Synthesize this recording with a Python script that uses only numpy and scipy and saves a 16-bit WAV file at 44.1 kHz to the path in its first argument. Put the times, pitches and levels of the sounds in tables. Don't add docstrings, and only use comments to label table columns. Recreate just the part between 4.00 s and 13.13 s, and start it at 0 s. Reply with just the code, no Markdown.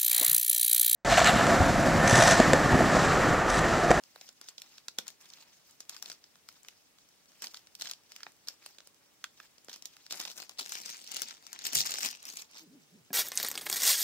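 import sys
import numpy as np
from scipy import signal
from scipy.fft import rfft, irfft, next_fast_len
from scipy.io import wavfile
from scipy.ndimage import uniform_filter1d, map_coordinates

SR = 44100
rng = np.random.default_rng(int(sys.argv[2]) if len(sys.argv) > 2 else 0)


def generate_wav(signal):
    frames = np.transpose(np.atleast_2d(signal))
    scaled = np.clip(frames, -1, 1) * 32767
    pcm = np.round(scaled).astype(np.int16)
    wavfile.write(sys.argv[1], SR, pcm)


N = 402633
TIME = np.arange(N) / SR

# [f/Hz, density level/dB]
AIR_SPECTRUM = [(15, -39), (25, -3.5), (92, -4), (127, -1), (344, -0.5), (394, -4), (439, -1.5),
                (531, -5.5), (575, -1.5), (624, -4.5), (1370, -7.5), (2220, -7.5), (7920, -10.5),
                (14800, -16.5), (16000, -4.5)]
# [f/Hz, share]
AIR_LIKENESS = [(50, 0.04), (180, 0.26), (550, 0.26), (1650, 0.014), (5000, 0.067)]
# [f/Hz, t60/s]
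ROOM_DECAY = [(150, 0.41), (1000, 0.11), (5000, 0.17), (9000, 0.089), (15000, 0.17)]
# [f/Hz, level/dB, t60/s]
TABLE_MODES = [(218, 0, 0.15), (265, 0, 0.093), (376, -4.5, 0.16), (556, -11, 0.044), (696, -7, 0.041),
               (1664, -6.5, 0.051), (2400, -8, .025)]
# [t/s, level/dB]
KNOCK_TIMES = [(9.105, -46.5)]
# [t/s, f/Hz, level/dB]
RUB_PATH = [(8.57, 300.6, -95), (8.62, 323.3, -61.5), (8.65, 320, -62.5), (8.685, 161.4, -63.5),
            (8.725, 265, -60.5), (8.755, 306.1, -58), (8.78, 243.4, -62), (8.81, 164.7, -73.5),
            (8.9, 127.9, -79), (8.935, 182.8, -62.5), (8.96, 222, -56.5), (8.99, 172.7, -67.5),
            (9.015, 125, -66.5), (9.05, 108, -87.5)]
# [t/s, left-right level/dB, lead of the left ear/s]
SHEET_PLACE = [(0, 0.5, 0.000057), (5.9, 0.5, 0.000057), (6.4, 4.5, 0.00011), (6.85, 2.5, 0.00045),
               (7.6, 2, 0.00044), (7.85, 1.5, .00043), (8.1, 3.5, 0.00037), (8.6, -0.5, 0.00021)]
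# [f/Hz, density level/dB]
SHEET_SPECTRUM = [(59, -40), (100, -24.5), (255, -13), (442, -18), (736, -12.5), (1230, -9), (2320, -8),
                  (3540, -2.5), (5080, 1.5), (5770, 1), (6840, -4.5), (9820, -19), (12700, -17.5),
                  (14700, -11.5), (16000, -18.5)]
# [f/Hz, density level/dB]
CREASE_SPECTRUM = [(100, -39), (230, -16), (600, -6), (950, -14.5), (1450, 0.5), (2100, -10), (3400, -4),
                   (4700, -1.5), (5600, -1.5), (6300, -6.5), (7200, -6.5), (8500, -17), (10500, -17),
                   (15000, -21)]
# [t/s, length/s, level/dB]
TUG_BURSTS = [(0.023, 0.1, -67), (0.14, 0.15, -62.5), (0.411, 0.094, -62), (0.57, 0.216, -63),
              (0.974, 0.01, -48), (1.056, 0.04, -56), (1.197, 0.061, -57.5), (1.288, 0.14, -60.0),
              (1.47, 0.1, -68), (1.635, 0.095, -66.5), (1.792, 0.019, -59.5), (1.885, 0.097, -56),
              (2.013, 0.11, -54.0), (2.47, 0.1, -64), (2.635, 0.092, -66), (3.276, 0.136, -67),
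              (3.414, 0.039, -45.5), (3.5, 0.07, -56.5), (3.786, 0.11, -50.0), (4.086, 0.2, -64),
              (4.467, 0.025, -54.0), (4.61, 0.092, -61), (5.362, 0.093, -63.5), (5.678, 0.082, -54),
              (5.843, 0.02, -56), (5.885, 0.19, -67.5), (6.096, 0.11, -47.5), (6.179, 0.12, -46.5),
              (6.351, 0.074, -49.0), (6.488, 0.024, -57.5)]
# [t/s, level/dB, air against it/dB]
LIFT_RUSTLE = [(6.571, -68.5, -15), (6.592, -35, -11), (6.652, -53.5, -10), (6.745, -44.5, -6.5),
               (6.836, -51.5, -6), (6.884, -45, -9.5), (7.04, -55.5, -8), (7.154, -43.5, -15),
               (7.233, -42.5, -8), (7.259, -58.1, -27), (7.274, -43.5, -18), (7.41, -65, -14)]
# [t/s, level/dB, air against it/dB]
LAY_RUSTLE = [(7.41, -62.5, -8), (7.564, -52.5, -19), (7.57, -59.5, -35), (7.67, -38.5, -4),
              (7.713, -48.5, -24), (7.752, -31, -0.5), (7.798, -34.0, -2), (7.849, -46, -17),
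              (7.86, -36.5, -2.5), (7.887, -41.5, -10.5), (8.0, -42.5, -6), (8.051, -32.5, -7.5),
              (8.18, -60.5, -13)]
# [t/s, level/dB, air against it/dB]
SETTLE_RUSTLE = [(8.18, -62, -20), (8.223, -58.2, -16), (8.286, -44.5, -9), (8.344, -54.5, -3.5),
                 (8.388, -47.5, -8), (8.435, -54, -10.5), (8.485, -70.5, -20), (8.571, -48, -14),
                 (8.639, -67, -1)]
# [t/s, level/dB, thud/dB, flex/dB, air/dB, left-right level/dB, facet resonance f/Hz]
CLEAR_SNAPS = [(0.037, -50, -25, -15, -8.5, 0, 5170), (0.1599, -50.5, -4.5, 0, -12, -1, 4100.0),
               (0.2127, -43.5, -13, -18, -15, 2, 4600), (0.29, -44.5, -19, -15, -11, -1, 5500.0),
               (0.4135, -45.5, -15.5, -9, -4.5, 1, 5000), (0.4866, -40, -24, -15.5, -11, -2, 5530),
               (0.5812, -38.5, -25, -28, -23, -4, 5070), (0.619, -41, -31, -16, -7.5, 0, 4000.0),
               (0.7816, -45, -34, -12, -17, 0, 4500), (0.8834, -33.0, -26, -12, -13, 0, 4790),
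               (0.9863, -26.5, -15, -11.5, -9.5, -0.5, 5270), (1.0805, -37.0, -26, -25, -5.5, 4, 6950),
               (1.3024, -48, -31, -30, -15, -1, 4900.0), (1.3364, -44.5, -31, -20, -21, -4, 4370),
               (1.805, -41.0, -19, -19, -6.5, 1, 6400.0), (1.8952, -36.5, -32, -15, -4.5, 0.5, 5510),
               (1.9655, -41.5, -40, -10.5, -17, 3, 5100), (2.0255, -36.5, -28, -14, -4.5, 5, 5800.0),
               (2.0592, -39, -24, -24, -16, 3, 3940), (2.1, -38.5, -16.5, -13, -11, 2, 5040),
               (2.117, -38.5, -23, -12, -20, 0, 4860), (2.2412, -48.5, -27, -16, -30, 1, 4970),
               (2.3563, -57, -14, -4, -14, 0, 3890), (2.4883, -44.5, -33, -5, -6, 3, 4900),
               (2.6483, -54, -17, -3, -16, 0, 3160), (2.6851, -44, -25, -4.5, -7.5, 1, 5800.0),
               (2.9854, -57, -27, -9, -26, -2, 3610), (3.4218, -39, -17, -10, -3.5, 0, 5620),
               (3.4288, -45, -17, -9, -12, -3, 5600.0), (3.442, -36, -34, -14, -23, -5, 4650),
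               (3.4701, -37, -23, -19, -18, -1, 4750), (3.5443, -39.5, -31, -9.5, -15, 1, 4380),
               (3.571, -43, -39, -18, -11, 0, 4580), (3.671, -52, -27, -10, -11, 1, 5650),
               (3.752, -43.5, -41, -21, -4.5, -1, 5290), (3.8114, -35.5, -33, -14, -12, 2, 3850),
               (3.8212, -31, -25, -15, -11.5, 0, 4350), (3.8567, -40, -37, -7, -31, 0, 4220),
               (3.8722, -37.0, -40, -17, -33, -6, 3100.0), (3.8976, -39, -39, -21, -16, 0, 4500.0),
               (3.9127, -33, -39, -17, -8.5, 1, 6540), (3.9351, -41.5, -29, -19, -14, 0, 5230),
               (4.1197, -45.5, -28, -11, -10, 2, 5200.0), (4.163, -43.5, -29, -9, -7, 2, 5450),
               (4.2053, -52, -20, 0.5, -17, -1, 4700.0), (4.2325, -37.5, -39, -9, -19, -3, 4540),
               (4.2663, -54.5, 3.5, 13.5, -26, 0, 3900.0), (4.4735, -45, -20, -21, -14, -3, 4540),
               (4.485, -30.5, -38, -17.5, -11, 3, 5200.0), (4.6619, -41.5, -16.5, -10.5, -5.5, 0, 4300),
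               (4.785, -46, -17, -13, -15, -4, 3710), (4.873, -55.5, -9, -10, 3.5, -1, 5060),
               (5.2415, -35.5, -40, 1, -9.5, -1.5, 3535), (5.4011, -54, -9, 10, -11, -4, 3510),
               (5.582, -53, -14, -20, -15, 1, 5160), (5.6842, -47.5, -2.5, -3, -18, -1, 4650),
               (5.696, -43, -30, -11, -20, -2, 3720), (5.7303, -41, -38, -20, -19, 0, 5530),
               (5.74, -42.5, -36, -24, -18, -5, 4310), (5.8236, -44, -19, -25, -8, 4, 6000.0),
               (5.8561, -37.5, -30, -21, -5, -3, 5690), (5.967, -52.5, -29, -3, -8, -1, 4054),
               (6.0648, -45, -28, -12, -14, 1, 5430), (6.109, -35.5, -21, -13, -17, -1, 4630),
               (6.1246, -31.5, -18, -19, -8.5, 0, 4900.0), (6.2004, -33.5, -30, -12, -10, -6, 5750),
               (6.252, -34, -27, -11, -22, -10, 4950), (6.3157, -46, -21, -18, -8, -5, 5434),
               (6.3784, -47, -10, -20, -6, 9, 6030), (6.4943, -41.5, -24, -8, -8.5, 2, 5076),
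               (6.5857, -44, -14, -8, -4, 2, 5380), (6.5967, -37.5, -20, -7, -5, 11, 5000.0),
               (6.661, -40.5, -16, -5.5, -7.5, 7, 6514), (6.694, -46, -33, -12, 3, 1, 5310),
               (6.721, -37, -31, -4, -1, 3, 6935), (6.86, -36.5, -22, -17, -10, 10, 5530),
               (6.893, -42, -13, -7.5, -13, -1, 5140), (7.0753, -42, -33, -24, -11, -2, 5034),
               (7.118, -39, -33, -24, -1, 7, 5740), (7.145, -38, -19, -23, -3, 12, 5950),
               (7.167, -32, -21, -16, -5.5, 3, 5100.0), (7.2192, -30.5, -16, -10, -1.5, 8, 6080),
               (7.2853, -42.5, -32, -23, -6, 11, 6585), (7.309, -40, -34, -7, -17, 3, 4020),
               (7.4673, -42.5, -42, -11, -10, 14, 4960), (7.5304, -39.5, -23, -8, -2.5, 3.5, 5880),
               (7.5906, -39.5, -43, -14, -9, 5, 6050), (7.653, -32, -24, -10, -6, 3, 5963),
               (7.7322, -33.5, -16, -13, -1, 6, 5550), (7.7546, -25.5, -29, -27, 0, -1, 5328),
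               (7.8144, -28.5, -26, -20, -7.5, -5, 5804), (7.8573, -43, -24, -4, -3, -1, 5026),
               (7.919, -33.5, -19, -13, -11, 6, 6644), (7.9404, -31.5, -17.5, -11, -10, 4, 5560),
               (7.9849, -34.0, -14, -5.5, -9, 6, 5700.0), (8.088, -34, -36, -27, -18, 11, 5007),
               (8.1137, -43, -27, -12, -3, 1, 5366), (8.2535, -42.5, -37, -19, -1.5, 0, 5406),
               (8.3709, -39, -36, -9, -2, 1.5, 7040), (8.4209, -43.5, -28, -20, -4, 0, 5770)]

# (low Hz, high Hz)
THUD, FLEX, CRACKLE, AIR = (140, 800), (800, 2500), (2500, 8000), (8000, 16000)
TOP_HZ = 15750
ATTACK_S, RISE_DB, RELEASE_DB_PER_S, TUG_AIR_DB = .015, .5, 380, -8.5
HOLD_DB = -71
BRISK_DB = -44.5
FLEX_DB, FLEX_FALL = -11.5, 0.094
BUCKLE_FROM_DB, BUCKLE_FULL_DB = -67.5, -53
FACET_DB, FACET_WIDTH = 6, .13
STRAY_RATE, STRAY_DB, STRAY_SPREAD_DB = 24, -45.5, 2.5
STRAY_CROWDING, STRAY_GROWTH = .5, 0.83
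AIR_DB_PER_OCTAVE, FACET_HZ = 19.5, 5000


def amp(db):
    return 10 ** (np.asarray(db) / 20)


def unit(x):
    return x / np.sqrt(np.mean(x ** 2) + 1e-20)


def along(points, hz):
    f, v = np.transpose(points)
    return np.interp(np.log(hz + 1), np.log(f + 1), v)


def curves(rows, at=TIME):
    s, *cols = np.transpose(rows)
    return [np.interp(at, s, c) for c in cols]


def wobble(rate):
    coarse = TIME[::32]
    knots = rng.standard_normal(int(N * rate / SR) + 4)
    return np.interp(TIME, coarse, map_coordinates(knots, [coarse * rate]))


def filtered(x, response):
    size = x.shape[-1]
    padded = next_fast_len(size + size // 8)
    spectrum = rfft(x, padded) * response(np.fft.rfftfreq(padded, 1 / SR))
    return irfft(spectrum, padded)[..., :size]


def band(x, edges):
    return signal.sosfilt(signal.butter(4, edges, 'bandpass', fs=SR, output='sos'), x)


def blend(shared, own, share):
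    share = np.clip(share, 0, 1)
    return np.sqrt(share) * shared + np.sqrt(1 - share) * own


def quiet(db):
    noise = rng.standard_normal((3, N))

    def alike(hz):
        return np.clip(along(AIR_LIKENESS, hz), 0, 1)

    shared = filtered(noise[0], lambda hz: amp(along(AIR_SPECTRUM, hz)) * np.sqrt(alike(hz)))
    own = filtered(noise[1:], lambda hz: amp(along(AIR_SPECTRUM, hz)) * np.sqrt(1 - alike(hz)))
    return amp(db + 0.23 * wobble(2.3)) * unit(shared + own)


def room(x, build_up):
    out, hop = np.zeros((2, N + SR)), SR // 4
    for start in range(0, N, hop):
        hz, t, z = signal.stft(rng.standard_normal((2, SR // 3)), SR, nperseg=256)
        decay = amp(-60 * t / along(ROOM_DECAY, hz)[:, None])
        tail = signal.istft(z * decay, SR, nperseg=256)[1]
        tail *= 1 - np.exp(-TIME[:tail.shape[1]] / build_up)
        wet = signal.fftconvolve(x[:, start:start + hop], tail / np.linalg.norm(tail[0]), axes=1)
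        out[:, start:start + wet.shape[1]] += wet
    return out[:, :N]


def knocks(thump_db, thump_t60):
    out = np.zeros(N)
    for s, db in KNOCK_TIMES:
        t = TIME[:N - round(s * SR)]
        modes = sum(amp(level - 60 * t / t60) * np.sin(2 * np.pi * hz * t) for hz, level, t60 in TABLE_MODES)
        dull = unit(band(rng.standard_normal(len(t)), (200, 950)))
        thump = amp(thump_db - 60 * t / thump_t60) * dull
        out[N - len(t):] += amp(db) * (modes + thump)
    return band(out, (140, 5000))


def rub(overtone_db, rough, scuff_db):
    hz, level = curves(RUB_PATH)
    phase = 2 * np.pi * np.cumsum(hz * (1 + rough * wobble(150))) / SR
    tone = unit(np.sin(phase) + amp(overtone_db) * np.sin(2 * phase))
    scuff = unit(band(rng.standard_normal(N), (140, 460)))
    return amp(level) * (tone + amp(scuff_db) * scuff)


def flap(start, length, db):
    u = np.maximum(TIME - start, 0) / length
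    return amp(db) * u * np.exp(1 - u) * unit(band(rng.standard_normal(N), (80, 200)))


def ticks(level, rate, db, growth, spread_db, t60):
    scatter = spread_db * np.clip(rng.standard_normal(N), -2, 2)
    sizes = amp(db + growth * (np.minimum(level, -55) - HOLD_DB) + scatter)
    blows = (rng.random(N) < rate / SR) * sizes
    fade = signal.fftconvolve(blows, amp(-60 * TIME[:SR // 20] / t60))[:N]
    noise = unit(filtered(rng.standard_normal((3, N)), lambda hz: amp(along(CREASE_SPECTRUM, hz) / 2)))
    return band(blend(noise[0], noise[1:], 0.39) * fade, (400, 7500))


def handling():
    tugs = np.full(N, amp(HOLD_DB) ** 2)
    t = TIME[:SR // 2]
    for start, length, db in TUG_BURSTS:
        shape_db = RISE_DB * np.minimum(t / length, 1) - RELEASE_DB_PER_S * np.maximum(t - length, 0)
        tugs[round(start * SR):][:len(t)] += (np.minimum(t / ATTACK_S, 1) * amp(db + shape_db)) ** 2
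    moves = np.vstack([LIFT_RUSTLE, LAY_RUSTLE, SETTLE_RUSTLE])
    sheet_db, air_db = curves(moves)
    moving = (TIME > moves[0, 0]) & (TIME < moves[-1, 0])
    level = 10 * np.log10(tugs + moving * amp(sheet_db) ** 2 + 1e-11)
    return level, np.where(moving, air_db, TUG_AIR_DB)


def patchy(depth_db):
    z = signal.stft(rng.standard_normal((3, N)), nperseg=256)[2]
    field = uniform_filter1d(rng.standard_normal(z.shape[1:]), size=6, axis=0)
    field = uniform_filter1d(field, size=5, axis=1)
    return signal.istft(z * amp(depth_db * unit(field)), nperseg=256)[1][:, :N]


def rustle(level, air, rate, spread_db, grain_t60, slide_db, thud_db, crackle_db, air_db):
    flex = FLEX_DB - FLEX_FALL * (level - BRISK_DB)
    pan, lead = curves(SHEET_PLACE)
    density = rate * amp(.4 * (level - BRISK_DB))
    sizes = amp(spread_db * np.minimum(rng.standard_normal(N), 2))
    grains = (rng.random(N) < density / SR) * sizes ** 2
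    power = np.abs(signal.fftconvolve(grains, amp(-120 * TIME[:SR // 20] / grain_t60))[:N])
    power = power / (np.abs(uniform_filter1d(power, size=1500)) + 0.0013)
    buckling = np.clip((level - BUCKLE_FROM_DB) / (BUCKLE_FULL_DB - BUCKLE_FROM_DB), 0, 1)
    power = buckling * power + 1 - buckling
    noise = unit(filtered(patchy(depth_db=3.0), lambda hz: amp(along(SHEET_SPECTRUM, hz))))
    noise = noise * np.sqrt(power + amp(slide_db) ** 2)
    late = np.maximum(np.arange(N) - np.round(lead * SR).astype(int), 0)
    shared = np.array([noise[0], noise[0, late]])
    registers = [(THUD, flex + thud_db, .88), (FLEX, flex, .75), (CRACKLE, crackle_db, .4), (AIR, air + air_db, .35)]
    out = 0
    for edges, db, share in registers:
        part = unit(band(blend(shared, noise[1:], share), edges))
        out = out + part * amp(level + db + 2.2 * wobble(45))
    return out * amp([pan / 2, -pan / 2])


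def strays(level, thud_db, flex_db, air_db, pan_db, facet_spread):
    draws = np.clip(rng.standard_normal((400, 5)), -2, 2)
    due = np.cumsum(STRAY_RATE * amp(STRAY_CROWDING * (level - BRISK_DB))) / SR
    turns = np.arange(len(draws)) + rng.random(len(draws))
    s = np.interp(turns[turns < due[-1]], due, TIME)
    size, thud, flex, pan, facet = draws[:len(s)].T
    db = STRAY_DB + STRAY_GROWTH * (np.interp(s, TIME, level) - BRISK_DB) + STRAY_SPREAD_DB * size
    octaves = facet_spread * facet
    air = air_db + AIR_DB_PER_OCTAVE * octaves
    side = curves(SHEET_PLACE, s)[0] + pan_db * pan
    rows = np.column_stack([s, db, thud_db + 4 * thud, flex_db + 4 * flex, air, side, FACET_HZ * 2 ** octaves])
    return rows[s > .01]


def snaps(rows, swell, ring_t60, echo_delay, echo_db, echo_t60, thud_db, flex_db, crackle_db, air_db):
    s, level, thud, flex, air, pan, facet_hz = np.transpose(rows)
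    size, span, ahead = 1024, 176, .002
    t, hz = np.arange(size) / SR - ahead, np.fft.rfftfreq(size, 1 / SR)
    facet = FACET_DB / (1 + ((hz / facet_hz[:, None, None] - 1) / FACET_WIDTH) ** 2)
    noise = rfft(rng.standard_normal((len(s), 3, size)))
    ring = irfft(noise * amp(along(CREASE_SPECTRUM, hz) + facet))

    def strike(u, t60):
        return np.exp(np.minimum(u, 0) / swell) * amp(-60 * np.maximum(u, 0) / t60)

    ring = ring * (strike(t, ring_t60) + amp(echo_db) * strike(t - echo_delay, echo_t60))
    lead = curves(SHEET_PLACE, s)[1]
    delay = np.exp(-2j * np.pi * hz * np.outer(lead, [0, 1])[..., None])
    shared = irfft(rfft(ring[:, :1]) * delay)
    sides = amp(np.outer(pan, [.5, -.5]))
    sides /= np.sqrt(np.mean(sides ** 2, axis=1, keepdims=True))
    registers = [(THUD, thud + thud_db, .92), (FLEX, flex + flex_db, .8),
                 (CRACKLE, crackle_db, .45), (AIR, air + air_db, .35)]
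    sound = 0
    for edges, db, share in registers:
        part = band(blend(shared, ring[:, 1:], share), edges)
        part /= np.sqrt(np.sum(part ** 2, axis=-1, keepdims=True) / span)
        sound = sound + part * (amp(level + db)[:, None] * sides)[..., None]
    out = np.zeros((2, N + size))
    for start, snap in zip(s - ahead, sound):
        out[:, round(start * SR):][:, :size] += snap
    return out[:, :N]


def scene():
    level, air = handling()
    air_floor = quiet(db=-64.5)
    table = knocks(thump_db=-9.5, thump_t60=0.09) + rub(overtone_db=-20, rough=.04, scuff_db=-7.5)
    puff = flap(start=7.735, length=0.033, db=-57.5)
    fibres = ticks(level, rate=12, db=-69, growth=0.48, spread_db=13, t60=0.0091)
    sheet = rustle(level, air, rate=700, spread_db=6, grain_t60=.009, slide_db=-4,
                   thud_db=-7.5, crackle_db=-1.5, air_db=0)
    small = strays(level, thud_db=-17, flex_db=-11, air_db=-3.5, pan_db=8.5, facet_spread=0.34)
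    cracks = snaps(np.vstack([CLEAR_SNAPS, small]), swell=0.00048, ring_t60=.0095,
                   echo_delay=0.0057, echo_db=-26.0, echo_t60=0.024,
                   thud_db=-0.5, flex_db=-2, crackle_db=-2, air_db=0.5)
    near = cracks + sheet + fibres + table + puff
    return near + amp(-11.5) * room(near, build_up=0.00043) + air_floor


def record(dry):
    lean = signal.sosfilt(signal.butter(2, 45, 'highpass', fs=SR, output='sos'), dry)
    return filtered(lean, lambda hz: 1 / (1 + (hz / TOP_HZ) ** 120))


dry = scene()
out = record(dry)
generate_wav(out)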